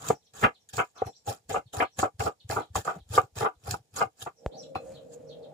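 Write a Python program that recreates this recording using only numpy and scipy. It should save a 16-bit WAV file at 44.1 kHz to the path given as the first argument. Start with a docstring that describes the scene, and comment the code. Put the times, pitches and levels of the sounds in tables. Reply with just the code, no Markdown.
"""A chef's knife slices and dices an onion on a plastic board on a kitchen counter, heard from close by.
Each stroke is a crowd of tiny clicks for the crunch, ringing board modes as the edge rolls on,
and low bumps for the counter; small birds chirp outside as gliding tones with echoes.
Towards the end comes a short click with a low thump, and an appliance hums as shaped noise while the knife
is set down and slid under the pieces; the blade sings now and then, and faint room noise lies under it all."""
import sys
import numpy as np
from scipy import signal
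from scipy.fft import rfft, irfft
from scipy.io import wavfile

SR = 44100
rng = np.random.default_rng(int(sys.argv[2]) if len(sys.argv) > 2 else 0)


def output_pcm(signal):
    """Save a mono or channel-first signal as 16-bit PCM at the path in sys.argv[1].

    Samples are clipped to [-1, 1] before scaling.
    """
    pcm = np.clip(np.atleast_2d(signal).T, -1, 1) * 32767
    wavfile.write(sys.argv[1], SR, np.round(pcm).astype(np.int16))


N = 244065   # length in samples

# The knife strokes; all levels are relative, and each sound adds its own trim.
# Each row: edge is in at (s), rise before that (s), edge lands at (s), fall by 60 dB after landing (s),
# crunch going in (dB), crunch coming through (dB), juicy fizz near 7 kHz (dB),
# slackening of the rub before the edge is through (dB), rubbing in the board's low modes going in (dB)
# and landing (dB), the same two for its high modes (dB), push on the counter going in (dB) and landing (dB).
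STROKES = [(0.0, .03, 0.11, .09, -66, -50.5, 5, -10.5, -49.5, -25.5, -48.5, -50.5, -50, -27),
           (.337, 0.0071, .44, 0.099, -65.5, -54, 4, -4.5, -53, -15.5, -53.5, -10, -56, -17.5),
           (.735, 0.013, 0.8, 0.076, -52.5, -53, 2.5, 8, -41, -23, -47.5, -16, -45, -33.5),
           (.96, .03, 1.078, 0.048, -79, -82, 3.6, -4, -52, -57, -46.5, -68, -66.5, -63.5),
           (1.068, 0.031, 1.089, 0.07, -65, -74, 3.9, 7, -34.5, -38.5, -58, -75, -39, -47),
           (1.274, 0.036, 1.312, 0.14, -54, -45.5, 2.6, 5, -25.5, -35, -41.5, -39, -45.5, -43),
           (1.496, 0.017, 1.58, 0.08, -52.5, -55, 3.6, 1.5, -34.5, -33, -46, -35, -43, -39),
           (1.733, 0.014, 1.826, 0.071, -55.5, -51, 2.6, -4.5, -35.5, -18.5, -40.5, -16, -50, -34),
           (1.992, .04, 2.051, 0.077, -41, -51, 3, 13.5, -28.5, -24, -28, -26, -33, -36.5),
           (2.202, .024, 2.277, .085, -54.5, -48.5, 1.86, 10.5, -28.5, -25, -29.5, -28, -38, -35.5),
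           (2.512, 0.042, 2.59, 0.14, -45.5, -54, 4.2, 16, -30, -29.5, -28, -32, -44, -39),
           (2.76, 0.035, 2.794, 0.087, -42.5, -45, 3.2, 9, -23, -39, -29, -40, -35.5, -36),
           (2.849, 0.011, 2.905, 0.082, -57.5, -56, 2.5, -1, -34, -31, -34, -27, -58, -46),
           (2.93, 0.028, 2.99, 0.052, -72, -70, 3, 4, -42.5, -51.5, -42, -70, -60, -46.5),
           (3.137, 0.078, 3.178, 0.13, -46.5, -41, 1, 2, -31, -20.5, -33.5, -24, -42, -38.5),
           (3.364, .025, 3.43, 0.12, -53, -46.5, 2.7, 5, -38, -23, -40.5, -27, -43.5, -38),
           (3.676, 0.09, 3.74, 0.11, -58, -51.5, 2.6, 8.5, -36.5, -36, -38, -41.5, -46.5, -38),
           (3.966, 0.056, 4.029, 0.092, -53.5, -51.5, 2.8, -1.5, -35, -23.5, -34, -25, -45, -36),
           (4.224, 0.079, 4.27, 0.094, -49, -63, 3.9, 25, -42.5, -42, -43.5, -35, -53, -44.5)]


def from_db(db):
    """Turns a level in dB into a gain."""
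    return 10 ** (np.asarray(db) / 20)


def rms_one(x):
    """Scales a sound to an rms (average strength) of 1."""
    return x / np.sqrt(np.mean(x ** 2) + 1e-20)


def in_time(rows):
    """Joins timed rows by straight lines: one curve a column, one value a sample."""
    s, *columns = np.transpose(rows)
    return [np.interp(np.arange(N) / SR, s, column) for column in columns]


def at_hz(points):
    """Reads a curve over frequency at every FFT bin, with straight lines on a log-frequency axis."""
    hz = np.maximum(np.arange(N // 2 + 1) * SR / N, 1)
    points = np.array(points)
    return np.interp(np.log(hz), np.log(points[:, 0]), points[:, 1])


def coloured(x, spectrum):
    """Filters a sound by a spectrum in dB and scales it to rms 1."""
    return rms_one(irfft(rfft(x) * from_db(at_hz(spectrum)), N))


def resonate(x, hz, width_hz):
    """Rings like one damped resonance, with a gain of about 1 at its peak."""
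    r = np.exp(-np.pi * max(width_hz, 5) / SR)
    feedback = [1, -2 * r * np.cos(2 * np.pi * hz / SR), r * r]
    return signal.lfilter([(1 - r * r) / 2, 0, (r * r - 1) / 2], feedback, x + 1e-18)


def bandpass(x, low_high_hz):
    """Keeps one band of frequencies."""
    return signal.sosfilt(signal.butter(2, low_high_hz, "band", fs=SR, output="sos"), x)


def grains(per_s, spread_db):
    """Makes two draws of random clicks of uneven size, at rms 1."""
    sizes = from_db(spread_db * np.minimum(rng.exponential(1, (2, N)), 5))
    signs = rng.choice([-1, 1], (2, N))
    happens = rng.random((2, N)) < per_s / SR
    return rms_one(sizes * signs * happens)


def flicker(per_s, depth_db):
    """Makes a gain that wanders at random."""
    r = np.exp(-2 * np.pi * per_s / SR)
    wander = signal.lfilter([1], [1, -2 * r, r * r], rng.standard_normal(N))
    return from_db(depth_db * rms_one(wander))


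def swell(s, rise_s, t60):
    """Makes an envelope that climbs to 1, then falls by 60 dB in t60 seconds; it ends within half a second."""
    out, i = np.zeros(N), round(s * SR)
    t = np.arange(min(N - i, SR // 2)) / SR
    climb = np.minimum(t / max(rise_s, 1e-4), 1) ** 2
    fall = from_db(-60 * np.maximum(t - rise_s, 0) / max(t60, .003))
    out[i:i + len(t)] = climb * fall
    return out


def cutting():
    """Follows crunch, low rubbing, high rubbing and push as each stroke rises, slackens, lands and dies away."""
    # The knife set down and slid under the pieces. Each row: time in seconds, crunch in dB,
    # low rubbing in dB, high rubbing in dB, push in dB.
    slide = [(4.36, -100, -84, -100, -88), (4.48, -74, -52.5, -78.5, -56), (4.506, -93, -59, -81.5, -72),
             (4.582, -78.5, -47, -89, -66), (4.61, -76.5, -58, -70, -59.5), (4.734, -89.5, -71, -79, -76.5),
             (4.76, -91, -33, -35.5, -34), (4.804, -80, -56.5, -57.5, -57.5),
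             (4.926, -73.5, -54.5, -72, -48.5), (5.002, -85, -69, -66, -58), (5.1, -83, -66, -79.5, -63.5),
             (5.138, -65, -58.5, -73.5, -56), (5.172, -84.5, -70, -75, -58), (5.48, -92, -59.5, -76.5, -62),
             (5.53, -94, -51.5, -81, -62)]
    # Quietest levels, between strokes: crunch, low rubbing, high rubbing and push, each in dB.
    rest_db = (-93, -88.5, -92, -80)
    # How much of the slackening reaches low rubbing, high rubbing and push, each as a plain factor.
    sag_shares = (0.63, 1.3, .4)
    roll_s = 0.033   # longest time between the edge coming through the onion and lying on the board
    # the crunch drops while the edge rolls on, then outlasts the board by this factor
    crunch_stop_db, crunch_linger = 6.5, 1.18
    # after this share of its fall time a stroke has lost only this much, then it stops faster
    tail_knee, tail_knee_db = 0.47, 25
    t = np.arange(N) / SR
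    levels = np.maximum(in_time(slide), np.array(rest_db, float)[:, None])
    for s, rise, lands, t60, crunch_in, crunch_through, _, sag_db, *contact in STROKES:
        through = max(lands - roll_s, (s + lands) / 2)
        shapes = [(crunch_in, crunch_through, crunch_through - crunch_stop_db, t60 * crunch_linger)]
        for going_in, landing, share in zip(contact[::2], contact[1::2], sag_shares):
            shapes.append((going_in, going_in - share * sag_db, landing, t60))
        span = slice(max(int((s - rise) * SR), 0), int((lands + 2 * t60) * SR))
        for level, rest, (going_in, slack, landing, dying) in zip(levels, rest_db, shapes):
            times = [s - rise, s, through, lands, lands + tail_knee * dying, lands + 2 * dying]
            heights = [rest, going_in, slack, landing, landing - tail_knee_db, landing - 130]
            level[span] = np.maximum(level[span], np.interp(t[span], times, heights))
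    return levels


def crunch(crunch_db):
    """Onion cells burst as dense, clumped clicks under the edge, and each band of pitch flickers by itself."""
    # Colour of the bursting cells. Each row: frequency in Hz, relative level in dB.
    cell_colour = [(880, -32), (1500, -9), (1760, 0), (2070, -25.5), (2550, -3.5), (2940, -7.5),
                   (3890, -3.5), (5100, -9), (7100, 2.5), (9030, -8), (10600, -5.5), (15200, -13.5),
                   (16000, -19.5), (16500, -39)]
    # The edge bites through a skin. Each row: start in seconds, relative peak in dB, fall by 60 dB in seconds.
    skin_bites = [(0.079, -16.5, 0.12), (0.334, -51, 0.042), (0.3648, -42, 0.08), (0.411, -21.5, 0.13),
                  (0.6878, -29.5, 0.14), (0.7295, -44.5, 0.09), (0.7663, -21.5, 0.23),
                  (0.9758, -42.5, 0.093), (1.063, -51, 0.069), (1.275, -28.5, 0.072), (1.497, -25.5, 0.081),
                  (1.735, -45.5, 0.08), (1.7669, -14.5, 0.026), (1.8086, -47.5, 0.13),
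                  (1.9889, -25.5, 0.073), (2.194, -16, 0.097), (2.409, -58, 0.064), (2.4918, -18, 0.06),
                  (2.5082, -48.5, 0.073), (2.7551, -25.5, 0.058), (2.763, -24, 0.18), (2.8479, -47, 0.08),
                  (3.097, -43.5, 0.057), (3.128, -28.5, 0.11), (3.357, -37, 0.07), (3.403, -24, 0.14),
                  (3.6364, -35.5, 0.059), (3.67, -29, 0.078), (3.708, -12, 0.11), (3.9383, -37, 0.056),
                  (3.9613, -18, 0.13), (4.218, -48.5, 0.058), (4.2247, -15.5, 0.014)]
    dense = grains(9000, spread_db=1.0) * flicker(110, depth_db=2.0)
    snaps = from_db(-9) * grains(160, spread_db=5.0)   # single thick cells snap above the dense crunch
    cells = coloured(dense + snaps, cell_colour)
    edges = np.geomspace(900, 18000, 9)
    coarse = from_db(4.5)   # coarse tearing in the five lowest bands, up to about 5.9 kHz
    fizz = from_db(in_time([(row[0], row[6]) for row in STROKES])[0])
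    shares = [coarse] * 5 + [fizz, 1, 1]
    patchy = 0
    for share, band in zip(shares, zip(edges, edges[1:])):
        patchy = patchy + share * flicker(25, depth_db=1.6) * bandpass(cells, band)
    bites = sum(from_db(db - 18) * swell(s, .0015, t60) for s, db, t60 in skin_bites)
    return (from_db(crunch_db + 12.5) + bites) * patchy


def board(rubbing_db, high_rubbing_db):
    """Rubbing, landing chatter and one clean knock a blow drive the same damped plastic modes."""
    # The edge lands on the board. Each row: start in seconds, chatter in dB, low, high and top modes
    # each in dB, roll-on time in seconds, fall of the chatter by 60 dB in seconds, clean knock in dB.
    # All levels are relative.
    blows = [(0.102, -19.5, -9, -12, -18, 0.003, 0.11, -9),
             (0.428, -9.5, -16.5, -14, 0.5, 0.014, 0.11, -19),
             (0.779, -11.5, -10, -4, -0.5, 0.008, 0.11, -24),
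             (1.019, -26, -22, -19, -30, 0.001, 0.065, -13.5),
             (1.499, -25.5, -16.5, -17, -1, 0.0027, 0.18, -30.5),
             (1.544, -10.5, -17, -6.5, -11.5, 0.011, 0.078, -20.5),
             (1.802, -18.5, -19.5, -10, 8.5, 0.0037, 0.11, -16),
             (1.991, -19, -31, -19.5, -3, 0.0017, 0.037, -25),
             (2.029, -7, -8.5, -9, -23, 0.0019, 0.067, -14),
             (2.196, -21, -12, -10, 0.5, 0.0088, 0.023, -32.5),
             (2.259, -19.5, -5.5, -3, -38.5, 0.004, 0.1, -28.5),
             (2.499, -24, -5.5, -19, -4.5, 0.013, 0.11, -22.5),
             (2.559, -10.5, -7, -6.5, -32.5, 0.0057, 0.087, -24),
             (2.755, -23, -21, -6.5, -4, 0.0038, 0.071, -22.5),
             (2.876, -16, -10, -1.5, -36, 0.0067, 0.053, -21.5),
             (3.178, -7.5, -27, -2, -13, 0.0026, 0.058, -7),
             (3.408, -22, -9.5, -9, -12, 0.0024, 0.061, -23),
             (3.446, -12.5, -9.5, -1.5, -12.5, 0.013, 0.11, -24),
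             (3.739, -25.5, -20, -4, -42.5, 0.002, 0.038, -24.5),
             (4.006, -8.5, -36, -2, -10, 0.0067, 0.055, -22),
             (4.263, -17.5, -9.5, -11.5, -26.5, 0.0064, 0.048, -27),
             (4.755, -45, -4, -8.5, -16.5, 0.0062, 0.045, -27)]
    # Modes of the board. Each row: frequency in Hz, least width in Hz, relative level in dB.
    board_modes = [(265, 110, -14), (358, 58, -11), (302, 30, -1.5), (375.6, 120, -4), (452, 71.3, -0.5),
                   (571.5, 85, -4.5), (677, 123, -2.5), (769.6, 67, 4), (831, 77, -1.5), (975.5, 41, -3.5),
                   (1150, 90.5, 0.5), (1203, 90, 3), (1297, 110, -1), (1479, 110, -6), (1668, 100, -12),
                   (2109, 60, -14), (2313, 46, -17.5), (2454, 45, -15.5), (2540, 85, -16),
                   (2754, 17, -15.5), (3030, 270, -22.5)]
    # four groups of modes: low, middle, high and top
    drive = from_db([rubbing_db + 8.5, rubbing_db + 16.0, high_rubbing_db + 14.5, high_rubbing_db + 11])
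    knocks_db = np.zeros((len(blows), 4))
    for i, (s, peak_db, low_db, high_db, top_db, roll_s, t60, knock_db) in enumerate(blows):
        groups_db = np.array([low_db + 7.5, 4, high_db + 11.5, top_db + 15.0])
        drive += from_db(peak_db + groups_db)[:, None] * swell(s, roll_s, t60)
        knocks_db[i] = knock_db + 34 + groups_db
    contact = grains(6000, spread_db=4.0)
    at = [round(row[0] * SR) for row in blows]
    uneven_db = rng.normal(0, 3.5, (len(blows), len(board_modes)))   # where the edge lands favours other modes
    press = np.hanning(26) / 12   # the knock presses for about half a millisecond
    out = 0
    for k, (hz, width, db) in enumerate(board_modes):
        group = int(hz > 440) + int(hz > 900) + int(hz > 1550)
        force = drive[group] * contact * flicker(4.4, depth_db=1.5)
        knock = np.zeros(N)
        knock[at] = from_db(knocks_db[:, group] + uneven_db[:, k])
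        force[0] += np.convolve(knock, press)[:N]
        sign = (-1) ** k   # neighbouring modes move in opposite directions
        out = out + sign * from_db(db) * resonate(force, hz, max(width, hz / 40))
    # plastic is soft: the contact lasts too long to carry treble
    return signal.sosfilt(signal.butter(6, 3300.0, fs=SR, output="sos"), out)


def counter(push_db):
    """The counter takes the pushes as a low rumble of noise and single soft bumps of a few cycles."""
    # Soft bumps of hand and board. Each row: start in seconds, relative peak in dB, frequency in Hz.
    bumps = [(0.096, -29, 105), (0.429, -21, 116.2), (0.733, -42, 103), (0.771, -34, 121.8),
             (1.017, -40, 100.2), (1.057, -34.5, 104), (1.278, -32.5, 118.4), (1.288, -33, 113.7),
             (1.399, -66, 111), (1.454, -61, 70.0), (1.497, -39, 109.5), (1.519, -38.5, 118),
             (1.656, -48, 116), (1.77, -31, 96.9), (1.984, -32, 106.6), (2.029, -34, 108),
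             (2.142, -50, 94.2), (2.193, -28, 103), (2.247, -31.5, 96), (2.445, -41, 102),
             (2.493, -31, 104), (2.529, -37.5, 115), (2.56, -34.5, 110), (2.702, -41.5, 88.8),
             (2.754, -28.5, 78.1), (2.778, -33.5, 101), (2.865, -41.5, 161.1), (2.959, -39.5, 171.6),
             (3.007, -46, 61.9), (3.057, -53, 76.3), (3.102, -30.5, 100), (3.138, -34, 108),
             (3.177, -30.5, 108), (3.232, -42, 117), (3.324, -56, 75.6), (3.368, -33.5, 96.9),
             (3.411, -32.5, 113), (3.449, -41.5, 176), (3.562, -56, 64.6), (3.634, -50.5, 109),
             (3.654, -44.5, 96), (3.681, -29.5, 99.6), (3.717, -32, 106), (3.796, -52, 116),
             (3.929, -49, 107), (4.007, -43.5, 161), (4.053, -43, 112), (4.222, -43, 112.7),
             (4.264, -49, 124)]
    rumble = from_db(push_db - 4.5) * rms_one(resonate(rng.standard_normal(N), 105, 87))
    bump_s = 0.028
    t = np.arange(int(bump_s * SR)) / SR
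    arch = np.sin(np.pi * (t / t[-1]) ** .7)   # rises a little faster than it falls
    for s, peak_db, hz in bumps:
        i = int(s * SR)
        rumble[i:i + len(t)] += from_db(peak_db) * arch * np.sin(2 * np.pi * hz * t)
    return rumble


def room_air():
    """The quiet of the room is steady, faint noise with its own colour."""
    # Colour of the room. Each row: frequency in Hz, relative level in dB.
    air_colour = [(24, -42.5), (40, -13), (102, 0.5), (367, -12), (449, -2), (623, -10.5), (782, -7),
                  (1030, -17), (1230, -24), (1940, -19.5), (7180, -17), (15300, -28), (16500, -53.5)]
    return from_db(-73.5) * coloured(rng.standard_normal((2, N)), air_colour)


def birds(yard_t60=.21, rasp_hz=230, build_s=.01):
    """Raspy chirps glide in pitch, blurred by the echoes of yard and kitchen."""
    # Chirps outside. Each row: start in seconds, length in seconds, name of the note, level before echoes in dB.
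    chirps = [(0.133, 0.019, "middle", -67.5), (.205, 0.025, "low", -81.5), (0.236, 0.028, "middle", -75.5),
              (0.257, .011, "low", -71), (0.536, 0.023, "low", -68.5), (0.591, 0.027, "middle", -79),
              (0.95, 0.024, "high rising", -65.5), (0.97, 0.015, "low", -60),
              (1.041, 0.035, "middle", -62.5), (1.08, .03, "high", -74.5), (1.118, 0.044, "rising", -71),
              (1.145, 0.015, "middle", -64), (1.16, 0.015, "high", -71), (1.653, 0.027, "low", -73),
              (1.838, .016, "low", -61.5), (1.906, .038, "middle", -73), (1.93, .03, "high", -75.5),
              (2.392, 0.015, "low", -63.5), (2.596, 0.023, "low", -62), (2.981, 0.027, "low", -72.5),
              (3.542, 0.0105, "low", -81), (4.357, 0.03, "middle", -72.5), (4.373, 0.038, "high", -84),
              (4.508, 0.048, "rising", -65), (4.564, 0.038, "middle", -56), (4.611, 0.017, "high", -65.5),
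              (4.616, 0.019, "low", -60), (4.931, .044, "low", -64), (5.26, 0.031, "high rising", -74.5),
              (5.282, 0.045, "low", -62), (5.418, 0.027, "low", -67.5)]
    # Notes of the birds, by name. Each entry: start in Hz, end in Hz.
    notes = {"low": (4560, 3020), "middle": (6030, 5330), "high": (7750, 7100), "rising": (3340, 4850),
             "high rising": (5250, 6320)}
    calls = np.zeros(N)
    rasp = rasp_hz * rms_one(resonate(rng.standard_normal(N), 160, 300))   # the pitch trembles fast
    for s, length, note, db in chirps:
        start_hz, end_hz = notes[note]
        i, n = int(s * SR), int(length * SR)
        glide = start_hz + (end_hz - start_hz) * np.linspace(0, 1, n) ** 0.9
        phase = 2 * np.pi * np.cumsum(glide + rasp[i:i + n]) / SR
        calls[i:i + n] += from_db(db) * np.hanning(n) ** 0.14 * np.sin(phase)
    t = np.arange(SR // 3) / SR
    fading = from_db(-60 * t / yard_t60 - 15) * np.minimum(t / build_s, 1)
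    echoes = rng.standard_normal((2, len(t))) * fading
    return signal.fftconvolve(calls[None], echoes, axes=1)[:, :N]


def blade():
    """Friction noise rings the thin steel as it is rubbed or tapped; the grip decides which modes speak."""
    # Modes of the blade. Each row: frequency in Hz, width in Hz, relative level in dB.
    blade_modes = [(2573, 67, 12), (3490, 56, 3.5), (4150, 28, 11.5), (6330, 41, -7.5), (8120, 48, 1),
                   (7020, 30, 0), (10300, 73, 2.5), (11320, 90, -1.5)]
    # The blade sings. Each row: start in seconds, rise in seconds, fall by 60 dB in seconds,
    # relative level in dB, favoured frequency in Hz, spread around it in octaves.
    sings = [(1.04, 0.027, 0.1, -64, 8550, 0.88), (4.75, 0.0013, 0.153, -55, 2800, 0.31),
             (4.79, .07, .4, -63, 7100, .16), (5.11, 0.022, .1, -74, 8430, 0.19)]
    rub, out = rng.standard_normal((2, N)), 0
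    for hz, width, mode_db in blade_modes:
        push = 0
        for s, rise, t60, db, favoured_hz, spread in sings:
            off_favour = np.log2(hz / favoured_hz) / spread
            push = push + from_db(db - 2.1 * off_favour ** 2) * swell(s, rise, t60)
        out = out + from_db(mode_db + 25) * resonate(rub * push, hz, width)
    return out


def hum():
    """A motor drones: shaped noise plus casing resonances, each wavering on its own."""
    # Loudness of the appliance. Each row: time in seconds, relative level in dB.
    hum_level = [(4.3, -69), (4.426, -59), (4.49, -54), (4.56, -47.5), (4.622, -53.5), (4.724, -51),
                 (5.206, -54), (5.422, -51), (5.53, -52.5)]
    # Colour of the broad part. Each row: frequency in Hz, relative level in dB.
    hum_colour = [(24, -74.5), (40, -39.5), (92, -38), (117, -28), (146, 2.5), (200, -11.5), (293, -2.5),
                  (373, -17), (467, -4), (605, -3.5), (745, -29.5), (798, -26), (1170, -49), (1710, -59.5),
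                  (2500, -44), (3250, -77.5), (5500, -120)]
    # Resonances of the casing. Each row: frequency in Hz, width in Hz, relative level in dB.
    casing = [(148, 20, -19.5), (475.3, 37, 3.5), (532, 15, 1.5), (602, 76, -3)]
    level_db, = in_time(hum_level)
    on = np.clip((np.arange(N) / SR - hum_level[0][0]) / 0.14, 0, 1) ** 2   # fades in over 0.14 s
    broad = coloured(rng.standard_normal((2, N)), hum_colour) * flicker(25, depth_db=1.5)
    shake, narrow = rng.standard_normal((2, N)), 0
    for hz, width, db in casing:
        ring = rms_one(resonate(resonate(shake, hz, width), hz, width))
        narrow = narrow + from_db(db) * flicker(7, depth_db=3.2) * ring
    return on * from_db(level_db) * (from_db(-2.5) * broad + from_db(-2.0) * narrow)


def click_and_thump():
    """A short click rings briefly at 560 Hz over a low thump."""
    click_s, ring_hz, thump_hz = 4.46215, 560, 50
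    t = np.arange(N) / SR - click_s
    click = -from_db(-13.5) * swell(click_s, .0002, .009) * np.sin(2 * np.pi * ring_hz * t)
    thump = swell(click_s + .001, .002, .042) * np.cos(2 * np.pi * thump_hz * (t - .0055))
    return click + from_db(-21) * thump


def two_ports(pair):
    """The first draw reaches both microphone ports with a lead and a tilt, the second one in opposition."""
    # Likeness of left and right. Each row: frequency in Hz, likeness from 0 to 1.
    likeness = [(60, 0.31), (130, 1), (290, 0.53), (640, 0.43), (1410, 0.021), (3100, 0.37), (6820, 0.38),
                (15000, 0.061)]
    # Balance of the ports. Each row: frequency in Hz, left minus right in dB.
    balance_db = [(60, -11.5), (99, -2.5), (160, -2), (270, 0), (450, -2), (740, 3.5), (1220, -1),
                  (2010, 0.5), (3330, 0), (5500, -8), (9080, 3.5), (15000, 4)]
    # Lead of the left port. Each row: frequency in Hz, lead in radians.
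    lead = [(0, 0), (520, -0.76), (860, -1.1), (1550, 2.5), (1980, -0.95), (3270, 5), (4130, -1.46),
            (5430, -7.5), (6980, 2.3), (8010, 1.0), (13400, 1.9), (16200, 1)]
    alike = np.clip(at_hz(likeness), 0, 1)
    shared, own = rfft(pair)
    sides = np.array([[1], [-1]])   # left, right
    turn = np.exp(.5j * sides * at_hz(lead))
    tilt = from_db(sides * at_hz(balance_db) / 2)
    mixed = np.sqrt((1 + alike) / 2) * shared + sides * np.sqrt((1 - alike) / 2) * own
    return irfft(turn * tilt * mixed, N)


def scene():
    """Adds everything at the two ports; counter, click and thump reach both almost alike."""
    crunch_db, rubbing_db, high_rubbing_db, push_db = cutting()
    near = crunch(crunch_db) + board(rubbing_db, high_rubbing_db) + room_air() + blade() + hum()
    bumping = counter(push_db) * from_db([[.5], [-.5]])   # left is 1 dB louder
    return two_ports(near) + bumping + birds() + click_and_thump()


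def record(dry):
    """The microphone loses the deep bass, and the top is cut."""
    thin = signal.sosfilt(signal.butter(2, 42.0, "high", fs=SR, output="sos"), dry)
    cutoff_hz = 16600
    return signal.sosfilt(signal.cheby2(12, 70, cutoff_hz, fs=SR, output="sos"), thin)


dry = scene()
out = record(dry)
output_pcm(out)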